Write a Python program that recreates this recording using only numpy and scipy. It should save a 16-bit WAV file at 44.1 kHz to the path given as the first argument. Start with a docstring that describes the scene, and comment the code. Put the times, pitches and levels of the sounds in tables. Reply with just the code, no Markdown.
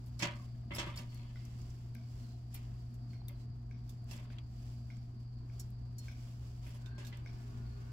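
"""Steel tongs pick food off the wire rack of a charcoal barrel grill in a garden and once set some on a plate.
Rack and tongs ring as banks of dying sines under noise; fat and wood snap in short noise bursts.
Food scrapes and sizzles as it is dragged and a sleeve rustles: random grains shaped by each gesture.
Behind are a throbbing machine hum (sines, narrow noise), a faint regular drip (clicks, filtered noise),
insects (noise bands), a far bird (blurred sines) and, late on, a far motor (gliding harmonics)."""
import sys
import numpy as np
from scipy import signal
from scipy.fft import rfft, irfft
from scipy.io import wavfile

SR = 44100
rng = np.random.default_rng(int(sys.argv[2]) if len(sys.argv) > 2 else 0)


def transcribe(u):
    """Save the signal u as a 16-bit wav file named by the first command-line argument.

    u: samples, shape (n,) or (channels, n), limited to [-1, 1]; the rate is SR.
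    q: integer samples, one column per channel.
    """
    v = np.clip(np.atleast_2d(u).T, -1, 1)
    q = np.round(v * 32767).astype(np.int16)
    wavfile.write(sys.argv[1], SR, q)


N = 349272
TIME, HZ = np.arange(N) / SR, np.fft.rfftfreq(N, 1 / SR)
RING = TIME[:SR // 2]  # time axis of one hit [s]
SIDES = np.array([[.5], [-.5]])  # halves of a left-minus-right dB

# main modes of the rack: (frequency [Hz], relative level [dB], t60 [s])
RACK_MODES = [(145, 3, .2), (172, 8, .2), (215, 0, .25), (310, -6, .3), (350, -2.5, .35), (576, 0, .36),
              (602, -2, .4), (957, 0, .35), (1090, -12, .6), (1190, -11, .6), (1658, -5, .28),
              (1752, -5, .25), (2018, -1, .25), (2099, 0, .33), (2218, -7, .22), (2380, -10, .28),
              (2637, 0, .27), (2690, -4, .27), (2920, -4, .3), (3131, -1, .25), (3210, -5, .22),
              (3370, -4, .3), (3444, -3, .2), (3530, -8, .2), (4398, -7, .17), (4613, -10, .18),
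              (5135, -7, .14), (5367, -9, .12), (5680, -10, .13), (6191, -13, .12), (7230, -10, .12)]
# spectrum of the weaker wire modes: (frequency [Hz], relative level [dB])
WIRE_SPECTRUM = [(150, -15), (330, 1.5), (450, -13.5), (560, 0), (800, -4.5), (1100, -2), (1400, -6),
                 (1700, -4.5), (2400, -1.5), (3300, -3.5), (4000, -7.5), (5500, -15.5), (7800, -17.5),
                 (9000, -21), (16000, -31)]
# food dragged over the wires, or once set down on a plate:
# (start [s], length [s], scrape [dB before trim], sizzle [dB before trim])
FOOD_DRAGS = [(0.336, 0.29, -72, -69), (0.732, 0.27, -53.5, -67), (0.848, 0.2, -63.5, -74),
              (0.97, 0.061, -73, -64), (1.11, 0.96, -71, -96), (2.535, 0.22, -70, -71.5),
              (4.085, 0.21, -64.5, -65), (4.17, 0.11, -72, -82), (4.296, 0.1, -68, -77),
              (6.618, 0.3, -70.5, -64.5), (6.971, 0.28, -66, -68.5)]
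# a drag takes hold quickly, holds for a share of its length, then sinks to LET_GO_DB by its end
GRIP_S, HOLD_SHARE, LET_GO_DB = 0.019, 0.29, -16


def amp(db):
    """Decibels to gain."""
    return 10 ** (np.asarray(db) / 20)


def evened(x):
    """Scales to rms 1."""
    return x / np.sqrt(np.mean(x ** 2) + 1e-30)


def read(points, hz):
    """Interpolates a curve on a log-frequency axis."""
    f, value = np.transpose(points)
    return np.interp(np.log(hz + 1), np.log(f + 1), value)


def add(mix, s, sound):
    """Adds a stereo sound at time s."""
    part = mix[:, max(round(s * SR), 0):][:, :sound.shape[1]]
    part += sound[:, :part.shape[1]]


def wander(hz):
    """Slow random drift of rms 1: noise low-passed at hz."""
    return evened(irfft(rfft(rng.standard_normal(N)) / (1 + (HZ / hz) ** 4), N))


def swing(depth_db, hz):
    """Gain that drifts at random within +-depth_db."""
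    return amp(depth_db * np.tanh(wander(hz)))


def colour(x, points, size=1024):
    """Causal minimum-phase filter with the given (Hz, dB) curve."""
    log_gain = np.log(amp(read(points, abs(np.fft.fftfreq(size, 1 / SR)))))
    taps = np.fft.ifft(np.exp(np.conj(signal.hilbert(log_gain)))).real
    return signal.oaconvolve(x, taps[None], axes=1)[:, :x.shape[1]]


def spread(gain, pair=None, lean=None):
    """Noise of a given spectrum at two microphones: alike in the bass, less so above; rms 1."""
    # (frequency [Hz], left-right likeness [-1..1])
    likeness = [(60, 1), (130, 0.88), (290, 0.95), (640, -0.042), (1410, -0.1), (3100, -0.039),
                (6820, -0.023), (15000, -0.05)]
    # (frequency [Hz], left minus right [dB])
    usual_lean = [(60, -0.5), (110, 3), (200, 1), (380, -4), (700, 3.5), (1290, 2.5), (2380, 2),
                  (4400, -5.5), (8120, -5.5), (15000, 5)]
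    if lean is None:
        lean = usual_lean
    a, b = rfft(rng.standard_normal((2, N)) if pair is None else pair)
    same = np.clip(read(likeness, HZ), -1, 1)
    right = same * a + np.sqrt(1 - same ** 2) * b
    return evened(irfft(np.array([a, right]) * gain * amp(SIDES * read(lean, HZ)), N))


def fuzzy(lines):
    """Unsteady tones: noise in narrow resonances, each at its own rms level."""
    power = np.zeros(len(HZ))
    for hz, width_hz, db in lines:
        resonance = evened(1 / (1 + ((HZ - hz) / width_hz * 1.89) ** 2))
        power += (amp(db) * resonance) ** 2
    return np.sqrt(power.mean()) * spread(np.sqrt(power))


def grains(per_s, spread_db):
    """Random tiny clicks, a few much larger than the rest; rms 1."""
    sizes = amp(spread_db * np.minimum(rng.exponential(1, (2, N)), 4))
    present = rng.random((2, N)) < per_s / SR
    return evened(sizes * rng.choice([-1, 1], (2, N)) * present)


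def modes(table):
    """Dying sines; the higher the mode, up to 1.5 kHz, the more its phase differs between the microphones."""
    out = np.zeros((2, len(RING)))
    for hz, db, t60_s in table:
        t = RING[:round(t60_s * SR)]
        phase = 2 * np.pi * rng.random() + SIDES * rng.choice([-1, 1]) * min(hz / 1000, 1.5)
        out[:, :len(t)] += amp(db - 60 * t / t60_s) * np.sin(2 * np.pi * hz * t + phase)
    return out


def chatter(sound, length_s, bounce):
    """A first touch and a quickly fading run of bounces."""
    touches = bounce * rng.standard_normal(len(RING)) * (rng.random(len(RING)) < 900 / SR)
    touches *= np.exp(-RING / max(length_s, 1e-4))
    touches[0] = 1
    return signal.fftconvolve(sound, touches[None], axes=1)[:, :len(RING)]


def blow(sound, levels_db, size=768):
    """Sets how strongly one contact drives the body, bright and top ranges in its first instants."""
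    # body, bright and top ranges: (from [Hz], to [Hz])
    ranges = [(500, 4000), (4500, 8500), (9000, 16000)]
    hz = np.fft.rfftfreq(size, 1 / SR)
    power = 2 * (abs(rfft(sound[:, :size])) ** 2).mean(0) / size ** 2
    body, bright, top = (db - 10 * np.log10(power[(hz > lo) & (hz < hi)].sum())
                         for db, (lo, hi) in zip(levels_db, ranges))
    return colour(sound, [(3500, body), (5300, bright), (7600, bright), (10000, top)])


def blur(hz):
    """Many paths from a far source: a random drift of gain and phase at each microphone."""
    return np.array([wander(hz) + 1j * wander(hz) for _ in SIDES])


def mains_hum(hz=120, level_db=-46, drift_rad=0.087, drift_hz=0.56):
    """Steady mains hum: one sine of slowly drifting phase."""
    hum = np.sin(2 * np.pi * hz * TIME + drift_rad * wander(drift_hz))
    return np.sqrt(2) * amp(level_db) * hum * amp(SIDES * 0.69)


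def machine_drone():
    """A machine's unsteady tones: narrow noise bands wavering together."""
    # (frequency [Hz], width [Hz], level [dB before wavering])
    tones = [(117.3, 16, -65), (189, 45, -71), (234.4, 19, -62), (348, 39, -77), (694, 113, -73.5)]
    return fuzzy(tones) * swing(2.0, 4.8)


def outdoor_air(level_db=-53, gust_hz=180):
    """Coloured noise that swells gently, its low rumble coming and going more."""
    # (frequency [Hz], relative level [dB])
    air_spectrum = [(15, -15.5), (26, 4), (34, -12.5), (50, 2.5), (80, 2.5), (105, -1.5), (150, -8.5),
                    (200, -10), (280, -14), (400, -21), (500, -29.5), (1000, -28.5), (2000, -38.5),
                    (6000, -53), (15000, -70.5)]
    air = amp(level_db) * swing(1.5, 5.1) * spread(amp(read(air_spectrum, HZ)))
    rumble = irfft(rfft(air) / (1 + (HZ / gust_hz) ** 4), N)
    return air + rumble * (swing(2.0, 9.8) - 1)


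def insects():
    """Insects: two overlapping noise bands that flicker together."""
    # (frequency [Hz], width [Hz], level [dB before flicker])
    chirr_bands = [(4790, 150, -78.5), (4570, 710, -81)]
    return fuzzy(chirr_bands) * swing(2.5, 11)


def throb(hz=57.84, level_db=-56, drift_rad=1.5, drift_hz=4):
    """The machine's low note, a sine of drifting phase, swells once a second and slowly grows."""
    crest_s, period_s, depth_db, growth_db_per_s = 0.66, 1, 4, 0.5
    swell_db = growth_db_per_s * (TIME - TIME.mean())
    swell_db += depth_db * np.cos(2 * np.pi * (TIME - crest_s) / period_s)
    tone = np.sin(2 * np.pi * hz * TIME + drift_rad * wander(drift_hz))
    return np.sqrt(2) * amp(level_db + swell_db) * tone


def drag_force(start_s, length_s):
    """Gain over time of one drag: grip, hold, release."""
    t = TIME - start_s
    released = np.maximum(t / length_s - HOLD_SHARE, 0) / (1 - HOLD_SHARE)
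    return np.clip(t / GRIP_S, 0, 1) * amp(LET_GO_DB * released)


def crackle_spectrum():
    """Gain over frequency shared by sizzle and cloth."""
    # (frequency [Hz], relative level [dB])
    crackle_curve = [(150, -8), (500, 6), (1000, 1), (2000, -2.5), (3000, 1.5), (4000, -3.5), (5200, 2),
                     (6700, -4), (7600, -0.5), (8700, -12.5), (10500, -8.5), (15000, -12)]
    return amp(read(crackle_curve, HZ))


def crackle(per_s, spread_db, flicker_db):
    """Dense, flickering coloured grains of rms about 1."""
    return spread(crackle_spectrum(), grains(per_s, spread_db)) * amp(flicker_db * wander(34))


def sizzle(trim_db=1, still_db=-81.5, per_s=6000, spread_db=2.5, flicker_db=2.5):
    """Bursting bubbles of fat: faint at rest, flaring whenever food is dragged."""
    flares = sum((amp(db) * drag_force(s, length_s)) ** 2 for s, length_s, _, db in FOOD_DRAGS)
    level = np.sqrt(amp(still_db) ** 2 + flares)
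    return amp(trim_db) * level * crackle(per_s, spread_db, flicker_db)


def hiss_swell(middle_s, length_s):
    """Gain over time of one swell of fine hiss: a smooth bell."""
    return np.exp(-(2 * (TIME - middle_s) / length_s) ** 2)


def sleeve(trim_db=1, per_s=6000, spread_db=3.0, flicker_db=0.84,
           crease_per_s=14, crease_db=-12, crease_t60_s=0.078):
    """Fine hiss in swells, mostly cloth rustling as the arm moves, with a crease ticking now and then."""
    # swells of fine hiss: the arm's moves, a scrape's onset, a sizzle as the tongs let go:
    # (crest [s], length [s], level [dB before trim])
    hiss_swells = [(.05, 1, -74), (1.145, 0.21, -68.5), (1.59, 0.72, -69), (2.206, 0.38, -68.5),
                   (2.542, 0.045, -66), (2.757, 0.73, -75), (3.13, 0.11, -72.5), (3.407, 0.092, -72.5),
                   (3.91, 0.12, -71.5), (4.108, 0.064, -63), (4.665, 0.35, -68.5), (4.938, 0.39, -76),
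                   (5.6, 0.23, -70.5), (6.057, 0.12, -63.5), (6.242, 0.27, -67), (6.487, 0.43, -69.5),
                   (7.42, 0.34, -69.5), (7.565, 0.21, -73.5), (7.85, 0.73, -71.5)]
    level = np.sqrt(sum((amp(db) * hiss_swell(s, length_s)) ** 2 for s, length_s, db in hiss_swells))
    tick = rng.standard_normal((2, len(RING))) * amp(-60 * RING / crease_t60_s)
    creases = signal.oaconvolve(grains(crease_per_s, 2.0)[:1], tick, axes=1)[:, :N]
    cloth = crackle(per_s, spread_db, flicker_db) + amp(crease_db) * spread(crackle_spectrum(), creases)
    return amp(trim_db) * level * cloth


def snaps(trim_db=-1, tail_db=-26, tail_t60_s=0.2, rise_s=0.0003, split=0.082):
    """Short dry cracks, each with a brief cluster of woody notes and a faint tail from the barrel."""
    # snaps of fat, coals and skewers: (time [s], body [dB before trim], bright [dB before trim],
    # top [dB before trim], t60 [s], pan, left minus right [dB], note [Hz], relative note level [dB])
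    snap_events = [(0.06, -82, -76, -76.5, 0.13, 12, 3580, -12),
                   (1.1448, -108.5, -76, -78, 0.025, 22, 3580, -10),
                   (1.175, -88, -68, -81, 0.018, 6, 3550, -10),
                   (1.451, -88, -64.5, -73, .035, 3, 3550, -10),
                   (1.616, -84, -67, -80, 0.036, 0, 3580, -10),
                   (1.701, -84, -67.5, -83, .04, -3, 3580, -10),
                   (1.949, -74, -70, -67.5, 0.013, 6, 3570, -15),
                   (2.9415, -85, -74, -74, 0.051, 0, 3580, -10), (3.217, -65.5, -92, -95, .03, 3, 815, 17),
                   (3.283, -63.5, -64.5, -55.5, 0.023, 2, 3640, 6),
                   (3.893, -69, -63.5, -64, 0.074, -3, 3500, 9), (4.042, -88, -78, -81, .015, 2, 7440, -3),
                   (4.111, -65, -62, -67, 0.037, -9, 5200, 0), (4.1664, -77, -69, -79, .02, 8, 7640, 2),
                   (4.177, -71, -67, -81, 0.014, -4, 5200, 1), (4.302, -67, -86, -93, 0.023, 2, 1540, 12),
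                   (4.3846, -56, -71.5, -85, 0.03, 1, 3360, 3),
                   (4.968, -91, -74.5, -89, .018, -5, 7560, -2), (5.703, -88, -79, -74, .025, 2, 3580, -10),
                   (6.118, -81, -78, -75, .03, -4, 3580, -10), (6.859, -62.5, -68, -76, 0.092, -7, 3630, 4),
                   (7.048, -65, -63, -69, 0.079, -7, 3760, 2),
                   (7.0677, -63, -60.5, -62.5, 0.11, -5, 3670, -2),
                   (7.1717, -78, -75, -73, 0.015, -14, 3580, -12)]
    # (frequency [Hz], relative level [dB])
    snap_spectrum = [(500, 8.5), (1500, 0), (2700, 10), (3500, 4), (4300, 6), (5300, 1.5), (7700, -1),
                     (8800, -5), (11000, -3), (13300, 2.5), (16000, -8)]
    out = np.zeros((2, N))
    for s, *levels_db, t60_s, pan_db, hz, note_db in snap_events:
        fade = amp(-60 * RING / max(t60_s, .004)) + amp(tail_db - 60 * RING / tail_t60_s)
        notes = [(hz, note_db, t60_s)]
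        notes += [(hz * (1 + side * split), note_db - 6, t60_s / 2) for side in (-1, 1)]
        crack = colour(rng.standard_normal((2, len(RING))) * fade, snap_spectrum) + modes(notes)
        crack *= 1 - np.exp(-RING / rise_s)
        add(out, s, blow(crack, levels_db) * amp(SIDES * pan_db))
    return amp(trim_db) * out


def tongs(trim_db=1, bounce=0.7, rise_s=0.0031, mistune=0.0058, twin_db=-2, twin_damping=0.74,
          cluster_share=0.05, cluster_db=3, cluster_t60_s=0.033, tick_db=1, tick_t60_s=.07):
    """Two steel arms tick and ring slightly out of tune, the gripped one dying sooner; each spot has its own notes."""
    # clinks: (time [s], body [dB before trim], bright [dB before trim], top [dB before trim], chatter [s],
    # pan, left minus right [dB], note of the spot [Hz], relative note level [dB], note t60 [s])
    clinks = [(0.191, -56.5, -53, -64, .0065, -1, 5100, -8, .17),
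              (0.747, -68, -52.5, -56, .005, 1, 5060, 10, 0.06),
              (.759, -52, -56, -57.5, 0.007, 0, 7200, -4, .1),
              (0.958, -62, -61, -65, 0.0052, -1, 7260, -4, 0.11),
              (0.973, -60, -53, -65, 0.011, 1, 4920, 20, 0.059),
              (2.541, -65.5, -66, -52.5, .0026, -3, 12070, 4, 0.087),
              (5.595, -71, -54, -59, 0.0074, -1, 6110, -7, 0.055),
              (5.9822, -76, -56.5, -65, 0.0036, 4, 4280, -4, 0.42)]
    # modes of the arms: (frequency [Hz], relative level [dB], t60 [s])
    arm_modes = [(3187, -16, .16), (3620, -15, .13), (4298, -12, .22), (4660, -11, .07), (5350, -5, .06),
                 (5523, -3, .12), (6013, -4, .06), (6916, -1, .06), (6990, -3, .07), (7820, 0, .05),
                 (8328, -6, .07), (8820, -11, .06), (9910, -6, .07), (10120, -10, .04), (10720, -4, .07),
                 (11290, -6, .06), (11400, -7, .05), (11840, -1, .05), (13880, -7, .05), (14040, -3, .05),
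                 (14480, -8, .05)]
    out = np.zeros((2, N))
    for s, *levels_db, chatter_s, pan_db, hz, note_db, note_t60_s in clinks:
        tick = rng.standard_normal((2, len(RING))) * amp(tick_db - 60 * RING / tick_t60_s)
        free = [mode for mode in arm_modes if abs(mode[0] - hz) > 100] + [(hz, note_db, note_t60_s)]
        free += [(hz * (1 + step * cluster_share), note_db - cluster_db * abs(step) ** .5, cluster_t60_s)
                 for step in (-1.5, 1, 1, 2.5)]  # short-lived neighbours
        gripped = [(f * (1 + mistune * rng.uniform(-1.2, 1)), db + twin_db, t60_s * twin_damping)
                   for f, db, t60_s in free]
        ring = modes(free + gripped) + chatter(tick, chatter_s, bounce)
        ring *= 1 - np.exp(-RING / rise_s)
        add(out, s, blow(ring, levels_db) * amp(SIDES * pan_db))
    return amp(trim_db) * out


def wire_crowd(wash):
    """The many close modes of the mesh: noise made to ring, its treble dying sooner."""
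    # (frequency [Hz], t60 [s])
    wire_t60 = [(300, 0.28), (1200, 0.36), (3000, 0.26), (5500, 0.13), (9000, 0.13), (15000, 0.09)]
    hz, t, z = signal.stft(wash[:, :len(RING)], SR, nperseg=256)
    z = z * amp(-60 * t / read(wire_t60, hz)[:, None])
    return signal.istft(z, SR, nperseg=256)[1][:, :len(RING)]


def wire_taps(length_s, fade_db, t60_s, spread_db, count=40, size=6):
    """Separate light contacts, fading over length_s; each rings its own few short wire notes."""
    low_hz, high_hz = 940, 5200
    out, t = np.zeros((2, len(RING))), RING[:SR // 30]
    for when, strength, *spots in rng.random((count, 2 + size)):
        hz = low_hz * (high_hz / low_hz) ** np.array(spots)[:, None]
        phase = rng.uniform(-1.75, 1, (2, size, 1))
        notes = amp(read(WIRE_SPECTRUM, hz)) * np.sin(2 * np.pi * hz * t + phase)
        tap_db = spread_db * (2 * strength - 1) + fade_db * when
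        add(out, when * length_s, notes.sum(1) * amp(tap_db - 60 * t / t60_s))
    return out


def rack(crowd_db=6, bounce=0.48, rough_db=2.0, note_t60_s=0.093,
         loose_db=4, loose_s=0.2, loose_fade_db=-38, loose_t60_s=0.013, loose_spread_db=7):
    """Knocks ring the mesh with a note of the struck wire, one of them on a plate; loose wires go on tapping."""
    # knocks, the one at 2.548 s on a plate: (time [s], body [dB], bright [dB], top [dB],
    # relative bass [dB], rattle [s], note of the struck spot [Hz], relative note level [dB])
    knocks = [(0.198, -48.5, -53.5, -64, -8, 0.026, 2280, 10),
              (.221, -35.5, -40, -59.5, 0.5, 0.014, 2670, 10.5), (.397, -63, -90, -95, -6, .003, 1127, 39),
              (0.423, -66, -89, -90, -4, .003, 1065, 32), (0.707, -48.5, -79, -82, 4, 0.0041, 2000, 8),
              (0.717, -49.5, -71, -85, -4, 0.0028, 2070, 25), (0.735, -54, -64, -72, -4, .003, 2160, 21),
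              (.783, -41.5, -46.5, -68, -0.5, 0.0029, 3410, 10.5),
              (.79, -46.5, -50.5, -65, -6, 0.0043, 3150, 15), (.807, -55, -69, -77, -7, 0.0045, 3330, 30),
              (.827, -59, -76, -91, 11, 0.0026, 2710, 23), (.866, -52.5, -74, -93, 10.5, 0.0079, 1560, 17),
              (.888, -54, -75, -95, 3, 0.0033, 1184, 32), (.969, -63, -61, -74, 5.5, 0.015, 2240, 18),
              (.985, -56.5, -59, -69, 6, 0.015, 2710, 16), (2.548, -63.5, -65, -72, -24, 0.016, 2390, 13),
              (3.291, -62.5, -77, -96, 5, 0.006, 2100, 13.5),
              (4.111, -58.5, -58.5, -69, 5, 0.013, 2710, 20), (4.132, -61, -68, -70, 6, 0.0034, 3300, 16),
              (4.183, -64.5, -91, -92, 4, 0.007, 2040, 12), (4.308, -73, -88, -92, -2, .012, 2430, 18),
              (6.665, -62, -75, -70, -1, 0.0051, 2450, 9), (6.743, -65, -73, -74, 11, 0.0043, 1013, 16),
              (6.979, -58.5, -64, -76, 9, 0.011, 1040, 9), (7.002, -66, -72, -94, 6, .003, 2650, 24),
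              (7.125, -55.5, -73, -91, 0, 0.0076, 2015, 15)]
    out = np.zeros((2, N))
    shaking = swing(rough_db, 104)
    wash = spread(amp(read(WIRE_SPECTRUM, HZ)), lean=[(0, 0.018)])
    for s, *levels_db, bass_db, rattle_s, hz, note_db in knocks:
        start = round(s * SR)
        crowd = chatter(wire_crowd(wash[:, start:]), rattle_s, bounce) * shaking[start:][:len(RING)]
        crowd *= amp(crowd_db) / crowd[:, :1024].std()
        loose = amp(loose_db) * wire_taps(loose_s, loose_fade_db, loose_t60_s, loose_spread_db, count=30)
        ring = modes(RACK_MODES + [(hz, note_db, note_t60_s)]) + crowd + loose
        ring *= 1 - np.exp(-RING / max(rattle_s / 5, 1e-4))  # the rattle takes a moment to spread
        add(out, s, blow(colour(ring, [(350, bass_db), (1500, 0.012)]), levels_db))
    return out


def bird(fall_hz=190, width_hz=150, trill_hz=18, trill_db=4):
    """Thin trilled notes that fall a little, blurred by distance."""
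    # (time [s], level [dB before trill], middle pitch [Hz], length [s])
    bird_notes = [(0.318, -72, 4400, 0.069), (1.078, -72, 4380, 0.17), (1.169, -82, 4340, 0.16),
                  (2.17, -77, 4200, 0.22), (3.08, -74.5, 4350, 0.16), (3.335, -80.5, 4140, 0.11),
                  (5.251, -80.5, 4380, 0.22), (6.833, -76, 4310, 0.33), (7.641, -75, 4380, 0.15)]
    out = np.zeros((2, N))
    paths = blur(width_hz)
    for s, db, hz, length_s in bird_notes:
        t = TIME[:round(length_s * SR)]
        turns = np.cumsum(hz - fall_hz * (t / length_s - .5)) / SR
        note = (paths[:, round(s * SR):][:, :len(t)] * np.exp(2j * np.pi * turns)).real
        trill = amp(db - trill_db * np.cos(2 * np.pi * trill_hz * t))
        add(out, s, trill * note * signal.windows.tukey(len(t), .4))
    return out


def drag(trim_db=-3, per_s=450, spread_db=2.0, clump_db=6.5,
         catch_db=-4, catch_t60_s=0.1, catch_spread_db=6):
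    """Dragged food sticks and slips in clumps; each slip stirs mesh modes, and separate catches ring short notes."""
    slips = grains(per_s, spread_db) * swing(clump_db, 36)
    ring = signal.oaconvolve(slips, modes([m for m in RACK_MODES if m[0] > 300]), axes=1)[:, :N]
    force = sum(amp(db) * drag_force(s, length_s) for s, length_s, db, _ in FOOD_DRAGS)
    out = force * amp(trim_db) * (spread(amp(read(WIRE_SPECTRUM, HZ)), slips) + evened(ring))
    for s, length_s, db, _ in FOOD_DRAGS:
        catches = wire_taps(length_s, LET_GO_DB / 2, catch_t60_s, catch_spread_db, count=20)
        add(out, s + GRIP_S, amp(db + catch_db) * catches)  # not trimmed
    return out


def drips(echo_db=-10, echo_t60_s=0.6, echo_rise_s=0.0016, echo_rough_db=3,
          strike_db=22, splash_t60_s=.018, splash_rise_s=0.00042):
    """A far drip taps something hollow at a near-even pace, its pitch varying; walls and garden echo it."""
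    # (time [s], level of the first 5 ms [dB], pitch ratio)
    drip_events = [(1.3583, -57.5, 0.92), (1.953, -58, 1), (2.548, -62, 1.24), (3.133, -62, 0.97),
                   (3.7119, -60, 1), (4.304, -67, 1), (4.9025, -56.5, 0.97), (5.4987, -65, 1),
                   (6.0834, -51.5, 1), (6.6648, -63, 0.98), (7.2612, -52.5, 0.98)]
    # colour of the tap: (frequency [Hz], relative level [dB])
    tap_spectrum = [(600, 3), (1200, -24), (1600, 10.5), (1900, -10.5), (2220, 15), (2450, 6), (2750, -14),
                    (3300, -16), (4200, -26), (5700, -6), (7000, -19), (12000, -30)]
    # colour of the garden's echo: (frequency [Hz], relative level [dB])
    echo_spectrum = [(600, -12), (1100, -21), (1550, 6), (1900, -10), (2200, 8.5), (2450, 4.5), (2750, -9),
                     (3400, -1), (4000, -6), (4800, -7), (5700, 2.5), (6600, -23), (12000, -41)]
    # walls that throw the tap back: (delay [s], level against the tap [dB])
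    wall_echoes = [(.0115, -14), (.031, -12)]
    out = np.zeros((2, N))
    splash = amp(-60 * RING / splash_t60_s) * (1 - np.exp(-RING / splash_rise_s))
    fade = amp(echo_db - 60 * RING / echo_t60_s) * (1 - np.exp(-RING / echo_rise_s))
    reflections = swing(echo_rough_db, 70)
    for s, db, pitch in drip_events:
        drive, scatter = rng.standard_normal((2, 2, len(RING)))
        strike = amp(strike_db) * (RING == 0)
        tap = colour(drive * splash + strike, [(hz * pitch, gain_db) for hz, gain_db in tap_spectrum])
        tap *= amp(db) / tap[:, :SR // 200].std()
        echo = evened(colour(scatter, [(hz * pitch, gain_db) for hz, gain_db in echo_spectrum]))
        add(out, s, tap + amp(db) * echo * fade * reflections[round(s * SR):][:len(RING)])
        for delay_s, wall_db in wall_echoes:
            add(out, s + delay_s, amp(wall_db) * tap)
    return out


def motor(count=30):
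    """A far engine revs up with a short rasp and holds: harmonics glide through resonances over a soft roar."""
    # fixed resonances: (frequency [Hz], gain [dB])
    resonances = [(250, -2), (306, 7), (408, 11.5), (510, -5), (710, 1), (860, 1), (1020, -2.5), (1120, 2),
                  (1230, -1), (1330, -11), (1430, 4), (1530, 3), (1630, -8), (1730, 1), (1850, -21),
                  (2150, -7.5), (2600, -9), (3200, -14)]
    # (frequency [Hz], relative level [dB])
    roar_spectrum = [(150, 1), (600, -1), (1200, 3), (2400, -3.5), (4000, -6), (8000, -27), (16000, -45)]
    start_s, rise_s, harmonics_db, roar_db = 6.76, 0.1, -80.5, -73
    firing_hz, low_share, rev_s, waver = 101.4, .85, .13, .005
    rasp_hz, rasp_width_hz, rasp_rise_hz_per_s, rasp_db, rasp_s = 1580, 63, 560, -65.5, 0.41
    since = np.maximum(TIME - start_s, 0)
    speed_hz = firing_hz * (1 - (1 - low_share) * np.exp(-since / rev_s)) * (1 + waver * wander(4))
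    turns, harmonics = np.cumsum(speed_hz) / SR, np.zeros((2, N))
    paths = blur(8)  # fading on the way
    for k in range(2, count):
        path = np.roll(paths, k * N // count, axis=1)  # each harmonic fades at other times
        harmonics += amp(read(resonances, k * speed_hz)) * (path * np.exp(2j * np.pi * k * turns)).real
    rasp_turns = np.cumsum(rasp_hz + rasp_rise_hz_per_s * (since - rasp_s / 2)) / SR
    rasp = (blur(rasp_width_hz) * np.exp(2j * np.pi * rasp_turns)).real
    rasp *= np.sin(np.pi * np.minimum(since / rasp_s, 1))
    roar = spread(amp(read(roar_spectrum, HZ)))
    engine = amp(harmonics_db) * harmonics + amp(rasp_db) * rasp + amp(roar_db) * roar
    return np.minimum(since / rise_s, 1) * engine


def scene():
    """Everything that happens at the grill, over the garden."""
    # balance of hits and bird: (frequency [Hz], left minus right [dB])
    hit_lean = [(150, -5), (400, 2), (700, 0.5), (2400, -1.5), (4400, -4), (7500, -6), (10000, 8),
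                (15000, 5.5)]
    garden = mains_hum() + machine_drone() + outdoor_air() + insects() + throb()
    hits = snaps() + tongs() + rack() + bird()
    hits = irfft(rfft(hits) * amp(SIDES * read(hit_lean, HZ)), N)
    return garden + sizzle() + sleeve() + hits + drag() + drips() + motor()


def record(dry):
    """Band limit: a linear-phase low-pass."""
    edge_hz = 15900
    taps = signal.firwin(401, edge_hz, window=("kaiser", 9), fs=SR)
    return signal.oaconvolve(dry, taps[None], "same")


dry = scene()
out = record(dry)
transcribe(out)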